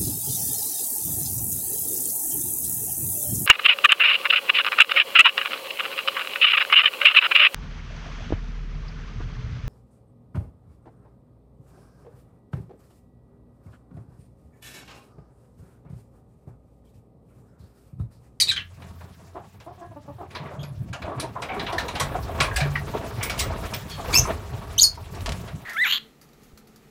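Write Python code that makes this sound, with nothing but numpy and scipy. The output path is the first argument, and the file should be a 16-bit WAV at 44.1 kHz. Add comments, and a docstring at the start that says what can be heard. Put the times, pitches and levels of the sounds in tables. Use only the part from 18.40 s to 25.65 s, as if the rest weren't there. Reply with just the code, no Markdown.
"""Small parrots feed on the floor of a wire aviary with sheet-metal walls, then take off one after another.
Their wings clap, swish and rumble: shaped noise, with puffs for dull beats and short breathy tones between.
Wall panels boom as dying sine tones; sharp chirps and a hen's clucks next door are gliding overtones,
the opening chirps with rough noisy breath. The wire rings and claws click on it as short noises, a low hum
lies behind, and delays echo the voices, noise bursts, claw clicks and breathy tones."""
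import sys
import numpy as np
from scipy import signal
from scipy.io import wavfile

SR = 44100
rng = np.random.default_rng(int(sys.argv[2]) if len(sys.argv) > 2 else 0)


def master_out(mix):
    """Clip the mix to full scale and print it as 16-bit PCM to the path in sys.argv[1]."""
    frames = np.transpose(np.atleast_2d(mix))
    ceiling = np.clip(frames, -1, 1)
    pcm = np.round(ceiling * 32767).astype(np.int16)
    wavfile.write(sys.argv[1], SR, pcm)


def how_loud(loudness_db):
    """Turn decibels into a plain amplitude multiplier (0 dB gives 1, 20 dB gives 10)."""
    steps = np.asarray(loudness_db, float) / 20
    return 10 ** steps


N = 319725  # length in samples


def rms_one(x):
    """Scale a sound to an average (rms) level of 1."""
    return x / np.sqrt(np.mean(x ** 2) + 1e-20)


def at_hz(points, hz):
    """Read a curve of (Hz, dB) points at any pitch, along a logarithmic pitch scale."""
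    curve_hz, curve_db = np.array(points).T
    return np.interp(np.log(hz), np.log(curve_hz), curve_db)


def band(x, low_hz, high_hz):
    """Keep mainly the sound between two pitches."""
    sos = signal.butter(2, [low_hz, min(high_hz, .45 * SR)], "band", fs=SR, output="sos")
    return signal.sosfilt(sos, x)


def drift(rate_hz):
    """Slow chance: noise through a double one-pole low-pass; spread 1."""
    r = np.exp(-2 * np.pi * rate_hz * 40 / SR)  # one value per 40 samples
    noise = rng.standard_normal(N // 40 + 2002)
    slow = signal.lfilter([1], [1, -2 * r, r * r], noise)[2000:]  # skip the filter's start
    return np.interp(np.arange(N) / 40, np.arange(len(slow)), rms_one(slow))


def add(out, start_s, sound):
    """Mix a sound in at its start time, cut at the end of the scene."""
    i = round(start_s * SR)
    out[i:i + len(sound)] += sound[:N - i]


def burst(rise_s, t60_s):
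    """Loudness shape that rises fast and dies by 60 dB per t60_s; it ends after 0.4 s."""
    t = np.arange(int(SR * .4)) / SR
    return (1 - np.exp(-t / rise_s)) * how_loud(-60 * t / t60_s)


def air(spectrum, patchy_db, flicker_hz):
    """Half-octave bands of noise, each with its own level and flicker; rms 1."""
    lowest_hz, highest_hz = spectrum[0][0], spectrum[-1][0]
    edges = lowest_hz * 2 ** np.arange(0, np.log2(highest_hz / lowest_hz) + .5, .5)
    out, together, white = 0, drift(flicker_hz), rng.standard_normal((2, N))
    for k, (low, high) in enumerate(zip(edges, edges[1:])):
        flicker = 0.72 * together + drift(flicker_hz)  # partly shared by all bands
        gain_db = at_hz(spectrum, np.sqrt(low * high)) + patchy_db * flicker
        out = out + how_loud(gain_db) * band(white[k % 2], low, high)
    return rms_one(out)


def strokes(per_s, lift_db, t60_s):
    """Gain that swells at random instants and dies back to 1: single feather strokes among the many."""
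    spread_db = 4.0 * np.clip(rng.standard_normal(N), -2, 1.5)
    kicks = (rng.random(N) < per_s / SR) * how_loud(lift_db + spread_db)
    soft = np.exp(-1 / (.004 * SR))  # 4 ms rise
    fall = how_loud(-60 / (t60_s * SR))
    return 1 + signal.lfilter([1 - soft], np.convolve([1, -soft], [1, -fall]), kicks + 1e-18)


# tones the sheet walls favour: pitch_hz, width_hz, level_db (shifted by hum_db below)
WALL_TONES = [(414, 41, 1.5), (665, 53, 0.5), (939, 32, -2), (1120, 34, 0), (1660, 42, -6), (2300, 71, -4)]


def walls(x, hum_db):
    """Noise sets the sheet walls humming: resonances whose strengths drift by chance."""
    out = x
    for hz, width_hz, db in WALL_TONES:
        r = np.exp(-np.pi * width_hz / SR)
        fed = x * how_loud(db + hum_db + 2.27 * drift(4.9))
        ring = [1, -2 * r * np.cos(2 * np.pi * hz / SR), r * r]
        out = out + signal.lfilter([(1 - r * r) / 2, 0, (r * r - 1) / 2], ring, fed + 1e-18)
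    return out


# the flock's stir over time: start_s, downwash_db (on the microphone), drone_db, swish_db, hiss_db
# (swish is set 5.5 dB lower below)
STIR = [(0, -50, -35.5, -51, -43), (.08, -47, -39, -48.5, -52.5), (0.26, -55, -49, -65.5, -64.5),
        (.45, -59, -43, -52.5, -56), (.8, -58, -50.5, -57.5, -63), (1.8, -59, -47, -59, -65),
        (2.05, -73, -41.5, -37.5, -60), (2.4, -51.5, -35, -62, -61), (2.7, -65, -33.5, -35.5, -60.5),
        (2.93, -59, -40, -47.5, -62), (3.2, -41, -38, -37.5, -51.5), (4.1, -30.5, -38.5, -35, -46),
        (4.75, -38, -37.5, -38, -47.5), (5.05, -29, -35, -32, -47.5), (5.55, -45, -37, -43.5, -44.5),
        (5.78, -26, -31.5, -32, -38), (6.0, -38, -39, -38.5, -48.5), (6.68, -37.5, -45, -47, -52),
        (6.9, -32.5, -35, -40, -44.5), (7.25, -47.5, -36, -52.5, -57)]
# tone colours of the four kinds of stirred air, each: pitch_hz, level_db (per Hz)
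DOWNWASH = [(18, -37), (30, -9), (65, -3), (110, -4.5), (140, -47), (240, -120)]
DRONE = [(35, -35), (60, -10), (129, 1), (250, -18.5), (390, -38), (660, -120)]
SWISH = [(120, -30), (200, -2), (337, -5.5), (657, -5.5), (1250, -8.5), (1600, -15), (3000, -21.5),
         (3900, -27), (6600, -120)]
HISS = [(710, -51), (1200, -0.5), (4190, -5), (7020, -8), (7730, -19), (8700, -10), (15700, -12.5)]


def stir():
    """Many wings at once blur into buffeting, drone, swish and hiss."""
    start_s, *levels = np.transpose(STIR)
    wash_db, drone_db, swish_db, hiss_db = [np.interp(np.arange(N) / SR, start_s, c) for c in levels]
    wash = how_loud(wash_db) * air(DOWNWASH, patchy_db=-2.0, flicker_hz=9.1)
    drone = how_loud(drone_db) * air(DRONE, patchy_db=4.5, flicker_hz=14.8)
    swish = strokes(per_s=18, lift_db=1.0, t60_s=0.17) * air(SWISH, patchy_db=2.0, flicker_hz=23.0)
    swish = walls(how_loud(swish_db - 5.5) * swish, hum_db=1.0)
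    hiss = strokes(per_s=4.6, lift_db=-9.0, t60_s=0.052) * air(HISS, patchy_db=3.0, flicker_hz=17)
    return wash + drone + swish + how_loud(hiss_db) * hiss


HUM_HZ, HUM_WIDTH_HZ, HUM_DB, HUM_FADES_S = 85.4, 7.8, -46, 1.3  # HUM_DB: before the fade


def hum():
    """A faint, wavering low hum from somewhere outside: narrow noise that soon fades by 8 dB."""
    low_hz, high_hz = HUM_HZ - HUM_WIDTH_HZ / 2, HUM_HZ + HUM_WIDTH_HZ / 2
    noise = band(rng.standard_normal(N + SR), low_hz, high_hz)[SR:]
    fade_db = -8 / (1 + np.exp((HUM_FADES_S - np.arange(N) / SR) / 0.14))
    return how_loud(HUM_DB + fade_db) * rms_one(noise)


# chirp syllables: overtones_db (added to a plain voice), rasp (0-1),
# then the glide as rows of start_s, pitch_hz, level_db (at the voice organ)
CHIRPS = [(-1, 0.8, [(0, 4934, -18.5), (.007, 4770, -18.5), (.016, 4730, -17.5), (.021, 4400, -13.5),
          (.032, 4240, -23)]), (-10.5, 0.18, [(.018, 4100, -25), (.022, 3856, -12), (.043, 3845, -26.5)]),
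          (4.5, .6, [(0, 1965, -21), (.011, 2267, -21), (.021, 2390, -24.5)]), (0.5, .5, [(0, 3060, -13),
          (.014, 3075, -25)]), (-12.5, 0.63, [(.072, 3930, -23), (.075, 3820, -18), (.08, 3686, -32),
          (.095, 3960, -12), (.107, 3870, -16.5), (.12, 3620, -24.5)]), (-17, 0.38, [(.078, 2474, -25.5),
          (.092, 2614, -21.5), (.11, 2300, -17), (.114, 2260, -20.5)]), (3.5, 0.28, [(.112, 1955, -20.5),
          (.119, 1566, -17), (.128, 1582, -21), (.142, 1580, -27)]), (-28, 0.41, [(.168, 3320, -24.5),
          (.18, 3030, -13), (.19, 3020, -33), (.197, 2744, -23), (.225, 2640, -38)]),
          (-17, 0.51, [(2.191, 3250, -40), (2.225, 3300, -40)]), (0, .6, [(2.2, 11570, -68),
          (2.22, 11800, -59), (2.3, 11050, -54)]), (-23, 0.5, [(5.505, 3370, -37), (5.56, 3240, -35)]),
          (-3, 0.41, [(5.739, 6530, -27), (5.762, 6320, -38)]), (0, 0.088, [(5.735, 1997, -27.5),
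          (5.744, 2347, -5), (5.7485, 2520, -10.5)]), (3.5, 0.16, [(5.751, 2520, -9), (5.755, 2602, -8.5),
          (5.767, 2690, -7.5), (5.772, 2650, -15.5), (5.79, 2710, -12.5)]),
          (-10.5, 0.93, [(5.771, 6170, -16), (5.778, 6500, -17), (5.788, 6180, -16.5), (5.797, 6070, -11.5),
          (5.801, 6040, -27)]), (2, 0.13, [(6.379, 2870, -16), (6.383, 3016, -12), (6.389, 3236, -9)]),
          (-5.5, 0.31, [(6.389, 3534, -6.5), (6.395, 4000, -12.5), (6.4, 4710, -5.5), (6.403, 5020, -15)]),
          (-6.5, 0.6, [(6.408, 6160, -12.5), (6.415, 6940, -19.5), (6.419, 6550, -4.5), (6.424, 6840, -8.5),
          (6.429, 7180, -24)]), (0, 0.12, [(6.429, 7120, -4), (6.4325, 5250, -11), (6.439, 4890, -7.5),
          (6.444, 4443, -5.5), (6.459, 4270, -19.5), (6.48, 4390, -28)])]
# second to fifth partial of a plain voice: level_db
OVERTONES_DB = [-7.5, -19.5, -24, -19.5]
# how the beak colours the voice: pitch_hz, level_db
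BEAK = [(1500, -12.5), (2900, -11.5), (4000, -3), (7000, 0), (8300, -6.5), (10200, -2.5), (11300, -8),
        (12600, 6.5), (14600, -20), (16000, -93.5)]


def chirps(throb_low_hz, throb_high_hz, waver):
    """Gliding overtones through the beak; the voice organ's throb and waver blur the upper ones most."""
    out = np.zeros(N)
    for bright_db, rasp, glide in CHIRPS:
        s, hz, db = np.transpose(glide)
        t = np.arange(s[0], s[-1], 1 / SR)
        noises = rng.standard_normal((2, len(t) + 2000))
        throb, shake = [rms_one(band(n, throb_low_hz, throb_high_hz)[2000:]) for n in noises]
        pitch = np.interp(t, s, hz)
        phase = 2 * np.pi * np.cumsum(pitch) / SR + waver * rasp * shake
        tone = 0
        for k, partial_db in enumerate([0, *np.add(OVERTONES_DB, bright_db)], 1):
            blur = 0.5 * (k - 1) ** 2.5 * rasp * throb
            tone = tone + how_loud(partial_db + at_hz(BEAK, k * pitch)) * np.sin(k * phase + blur)
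        edge = signal.windows.tukey(len(t), min(0.0036 * SR / len(t), 1))  # no click at the ends
        loudness = np.sqrt(2) * how_loud(np.interp(t, s, db)) * (1 + rasp * throb)
        add(out, s[0], loudness * tone * edge)
    return out


# noise bursts: the rough breath of the opening chirps, then wing claps and claw scuffs:
# start_s, level_db (per band near 2 kHz), body_db and treble_db (both relative to level_db)
NOISE_BURSTS = [(0.002, -39.5, -56, 12), (0.08, -42, -29, -3), (0.16, -34, -24, -27),
                (0.418, -53, 7.5, -21), (0.604, -57, 15.5, -33), (1.2, -55, 6.5, -17),
                (1.904, -51.5, -24, -18), (1.9477, -40, 1, -21), (2.229, -47, 0, -15),
                (2.528, -40, 2.5, -15.5), (2.618, -44, 4, -27), (2.797, -38, -4, -4),
                (3.018, -35, 2.5, -16), (3.194, -34.5, -7, -24), (3.264, -35.5, -9, -30),
                (3.324, -39, 12.5, -13), (3.38, -32.5, -4, -14), (3.48, -39, -8, -7.5),
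                (3.5515, -37.5, 6, -17.5), (3.597, -31.5, 4.5, 0), (4.001, -23, -5.5, -10.5),
                (4.159, -29, -16, -5.5), (4.202, -33.5, -1, -22), (4.827, -36, -7, 0.5),
                (4.895, -34.5, -1, -7.5), (4.976, -43, -11, -3.5), (4.99, -30, -41, 0.5),
                (5.3339, -37.5, -7, -8.5), (5.4943, -44.5, -16, -5.5), (5.727, -31.5, -31, -7.5),
                (6.128, -51.5, 12, -21), (6.747, -50, 8, -4), (7.075, -45, 4, -23)]
BURST_T60_S = 0.17  # ring-out near 2.5 kHz of a burst at -33.5 dB
BURST_LINGERS = 0.072  # dB of ring-out time per dB of burst
BURST_TOP_DB = -9.5  # the topmost air relative to the treble


def noise_bursts():
    """Crackly noise bands, coloured anew for each burst; the treble starts sharper and dies sooner."""
    out, centres = np.zeros(N), 500 * 2 ** np.arange(0, 5, .25)  # quarter octaves
    crackle = rng.standard_normal((2, N)) * how_loud(0.4 * drift(120))
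    own_db = rng.normal(0, 2.8, (len(NOISE_BURSTS), len(centres)))
    late_s = rng.exponential(0.0025, (len(NOISE_BURSTS), len(centres)))  # bands start at uneven instants
    for k, hz in enumerate(centres):
        gate = np.zeros(N)
        snap = 1.33 * burst(6.7 / hz, 0.036)  # a dry snap opens every burst
        for (s, db, body_db, treble_db), colour_db, lag_s in zip(NOISE_BURSTS, own_db, late_s):
            colour = [(800, body_db), (1900, 0), (4000, 0.071 * treble_db), (8000, treble_db),
                      (10300, treble_db), (12000, treble_db + BURST_TOP_DB)]
            level_db = db + at_hz(colour, hz) + colour_db[k]
            t60_s = BURST_T60_S * how_loud(BURST_LINGERS * (db + 33.5)) * (2500 / hz) ** 0.13
            add(gate, s + lag_s[k], how_loud(level_db) * (burst(25.2 / hz + 0.0028, t60_s) + snap))
        out += gate * rms_one(band(crackle[k % 2], hz / 2 ** .09, hz * 2 ** .09))
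    return out


# hen clucks: start_s, level_db, pitch_hz (at the start), length_s, hoarseness (0-1)
CLUCKS = [(0.946, -37, 368, 0.056, 0.5), (1.263, -37, 338, 0.046, 0.27), (1.304, -45.5, 352, 0.038, 0.46),
          (1.375, -45.5, 354.3, 0.11, 0.18), (1.41, -39, 338, 0.066, 0.1), (1.507, -45.5, 325, 0.037, 0.17),
          (1.56, -39, 290, 0.032, 0.04), (1.677, -39, 283.5, 0.048, 0.11), (1.783, -38, 358.6, 0.087, 0.39),
          (2.667, -33, 321.6, .1, .5), (2.824, -31.5, 318, 0.054, 0.26),
          (3.328, -27.5, 340.7, 0.0556, 0.25)]
# how the hen's throat colours the voice: pitch_hz, level_db
HEN_THROAT = [(250, -4), (400, -2), (680, 2), (900, -2.5), (1150, -8), (1400, -21), (1700, -25),
              (2200, -35)]


def hen():
    """Short low clucks: bending overtones through the throat, the hoarse ones shaken in level and pitch."""
    out = np.zeros(N)
    for s, db, hz, length_s, hoarse in CLUCKS:
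        t = np.arange(0, length_s, 1 / SR)
        noises = rng.standard_normal((2, len(t) + 2000))
        throb, shake = [rms_one(band(n, 13.0, 73)[2000:]) for n in noises]
        phase = 2 * np.pi * (hz * t + 100 * t ** 2) + 1.52 * hoarse * shake  # rises 200 Hz per s
        tone = sum(how_loud(at_hz(HEN_THROAT, k * hz)) * np.sin(k * phase + k * k) for k in range(1, 11))
        swell = np.sin(np.pi * (t / length_s) ** 0.59)
        add(out, s, how_loud(db) * tone * (1 + hoarse * throb) * swell)
    return out


# dull wing beats, each a puff of air with its own colour: start_s, level_db, centre_hz, t60_s
BEATS = [(0.955, -35, 784, 0.23), (2.05, -43, 1880, 0.28), (2.103, -38, 585, 0.65), (2.636, -36, 592, 0.39),
         (2.952, -28.5, 945, 0.25), (3.086, -35.5, 2220, 0.48), (3.092, -31.5, 740, 0.62),
         (3.162, -17, 390, 0.082), (3.28, -29, 932, 0.52), (3.744, -21, 713, 0.13),
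         (4.353, -21, 1840, 0.13), (4.707, -28.5, 1120, 0.077), (4.806, -32.5, 2120, 0.55),
         (6.573, -34, 910, 0.059)]


def beats():
    """A downstroke swells softly and stays dull: a narrow and a wide band of noise together."""
    out = np.zeros(N)
    for s, db, hz, t60_s in BEATS:
        shape = burst(5.4 / hz, t60_s)
        noise = rng.standard_normal((2, len(shape)))
        low, high = max(260, hz / 2), max(1350, hz * 1.5)
        narrow = rms_one(band(noise[0], hz / 1.018, hz * 1.092))
        wide = rms_one(band(band(noise[1], low, high), low, high))
        add(out, s, how_loud(db) * shape * (narrow + 0.93 * wide))
    return out


# short breathy tones: hollow pops among the wing beats, a few higher notes, and a faint call near 4.4 kHz:
# start_s, level_db, pitch_hz, t60_s
BREATHY_TONES = [(2.715, -30.5, 1143, 0.23), (2.84, -30, 927, .15), (5.515, -35.5, 4405, .3),
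                 (1.415, -51.5, 1660, 0.47), (5.338, -32.5, 5300, .12), (3.485, -26.5, 964, .1),
                 (3.605, -20.5, 1090, 0.14), (3.892, -17, 708, 0.038), (3.381, -18, 1787, 0.086),
                 (4.896, -21, 2275, .08), (4.008, -22, 1075, 0.16), (4.078, -23.5, 1064, 0.14),
                 (4.112, -27.5, 1630, 0.14), (4.163, -18, 1660, 0.11), (4.178, -23, 747, 0.24),
                 (5.059, -20.5, 546, 0.058), (5.1, -20.5, 638, 0.073), (5.678, -23.5, 498, 0.078),
                 (5.708, -21, 1200, 0.035), (5.757, -13.5, 1056, 0.034), (5.853, -15, 1055, 0.046)]


def breathy_tones():
    """Each is one sine tone with a little noise around its pitch, which swells and dies."""
    out = np.zeros(N)
    for s, db, hz, t60_s in BREATHY_TONES:
        shape = burst(2.3 / hz, t60_s)
        breath = rms_one(band(rng.standard_normal(len(shape)), hz / 1.16, hz * 1.18))
        tone = np.sin(2 * np.pi * hz * np.arange(len(shape)) / SR)
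        add(out, s, how_loud(db) * shape * (tone + 0.38 * breath))
    return out


# booms of a wall panel: start_s, level_db, t60_s
BOOMS = [(1.998, -29, 0.4), (2.181, -25.5, 0.65), (3.607, -26, 0.52), (3.995, -21, 0.26),
         (4.212, -16.5, 0.81)]
PANEL_HZ = 142.7


def booms():
    """A bird kicking off or landing sets the sheet wall droning at its lowest natural pitch."""
    out = np.zeros(N)
    for s, db, t60_s in BOOMS:
        shape = burst(0.0029, t60_s)
        add(out, s, how_loud(db) * shape * np.sin(2 * np.pi * PANEL_HZ * np.arange(len(shape)) / SR))
    return out


# wire mesh brushed by a wing: start_s, level_db, t60_s
PINGS = [(4.165, -42.5, .12), (4.829, -32, 0.23), (4.985, -32, 0.22), (5.338, -35, 0.23)]
WIRE_HZ = 14800


def wire():
    """A thin, very high ring that shivers as it dies: very narrow noise."""
    gate = np.zeros(N)
    for s, db, t60_s in PINGS:
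        add(gate, s, how_loud(db) * burst(0.0038, t60_s))
    return gate * rms_one(band(rng.standard_normal(N), WIRE_HZ - 60, WIRE_HZ + 60))


# claws grip the wire: start_s, level_db (click and rattle are set from it below)
TICKS = [(6.8075, -24.5), (6.8607, -12), (6.867, -20), (6.8923, -14.5), (6.9211, -15)]
TICK_LOW_HZ, TICK_HIGH_HZ, TICK_T60_S = 600, 4650, 0.053


def ticks():
    """A hard click, then a short rattle of noise some way under it."""
    gate, clicks = np.zeros(N), np.zeros(N)
    for s, db in TICKS:
        add(gate, s, how_loud(db - 14.0) * burst(0.0004, TICK_T60_S))
        clicks[round(s * SR)] = how_loud(db + 13.0)  # one sample, which the band filter lowers
    rattle = gate * rms_one(band(rng.standard_normal(N), TICK_LOW_HZ, TICK_HIGH_HZ))
    return band(clicks + 1e-18, TICK_LOW_HZ, TICK_HIGH_HZ) + rattle


ROOM_T60_S, WALL_CUT_HZ = 0.19, 10400


def aviary(x):
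    """Echoes between the walls: ten feedback delays, duller on every round, stepped block by block."""
    out, dull = np.zeros(N), np.exp(-2 * np.pi * WALL_CUT_HZ / SR)
    lags = (np.geomspace(.0071, .031, 10) * SR).astype(int)  # 7.1 to 31 ms
    for k, lag in enumerate(lags):
        loop, gain, state = x + 1e-18, how_loud(-60 * lag / SR / ROOM_T60_S), [0.]
        for i in range(lag, N, lag):
            back, state = signal.lfilter([gain * (1 - dull)], [1, -dull], loop[i - lag:i], zi=state)
            loop[i:i + lag] += back[:N - i]
        out += (loop - x) * (-1) ** k
    return out


def scene():
    """Mix all layers; the voices and the short sounds also feed the echoes."""
    voices = chirps(throb_low_hz=80.0, throb_high_hz=315, waver=0.75) + hen()
    short_sounds = walls(noise_bursts(), hum_db=-7.5) + ticks() + breathy_tones()
    echoes = aviary(how_loud(-14.5) * voices + how_loud(-17.5) * short_sounds)
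    return (voices + short_sounds + echoes + beats() + booms() + wire() + stir() + hum())[None]


def low_pass(x):
    """Removes everything above the highest recorded frequency."""
    return signal.sosfilt(signal.butter(12, 15890, fs=SR, output="sos"), x)


def record(dry):
    """The deepest bass is cut and the loudest peaks are rounded."""
    bass_cut = signal.sosfilt(signal.butter(3, 34, "high", fs=SR, output="sos"), dry)
    mix = 0.84 * np.tanh(bass_cut / 0.95)
    return low_pass(mix)


dry = scene()
out = record(dry)
master_out(out)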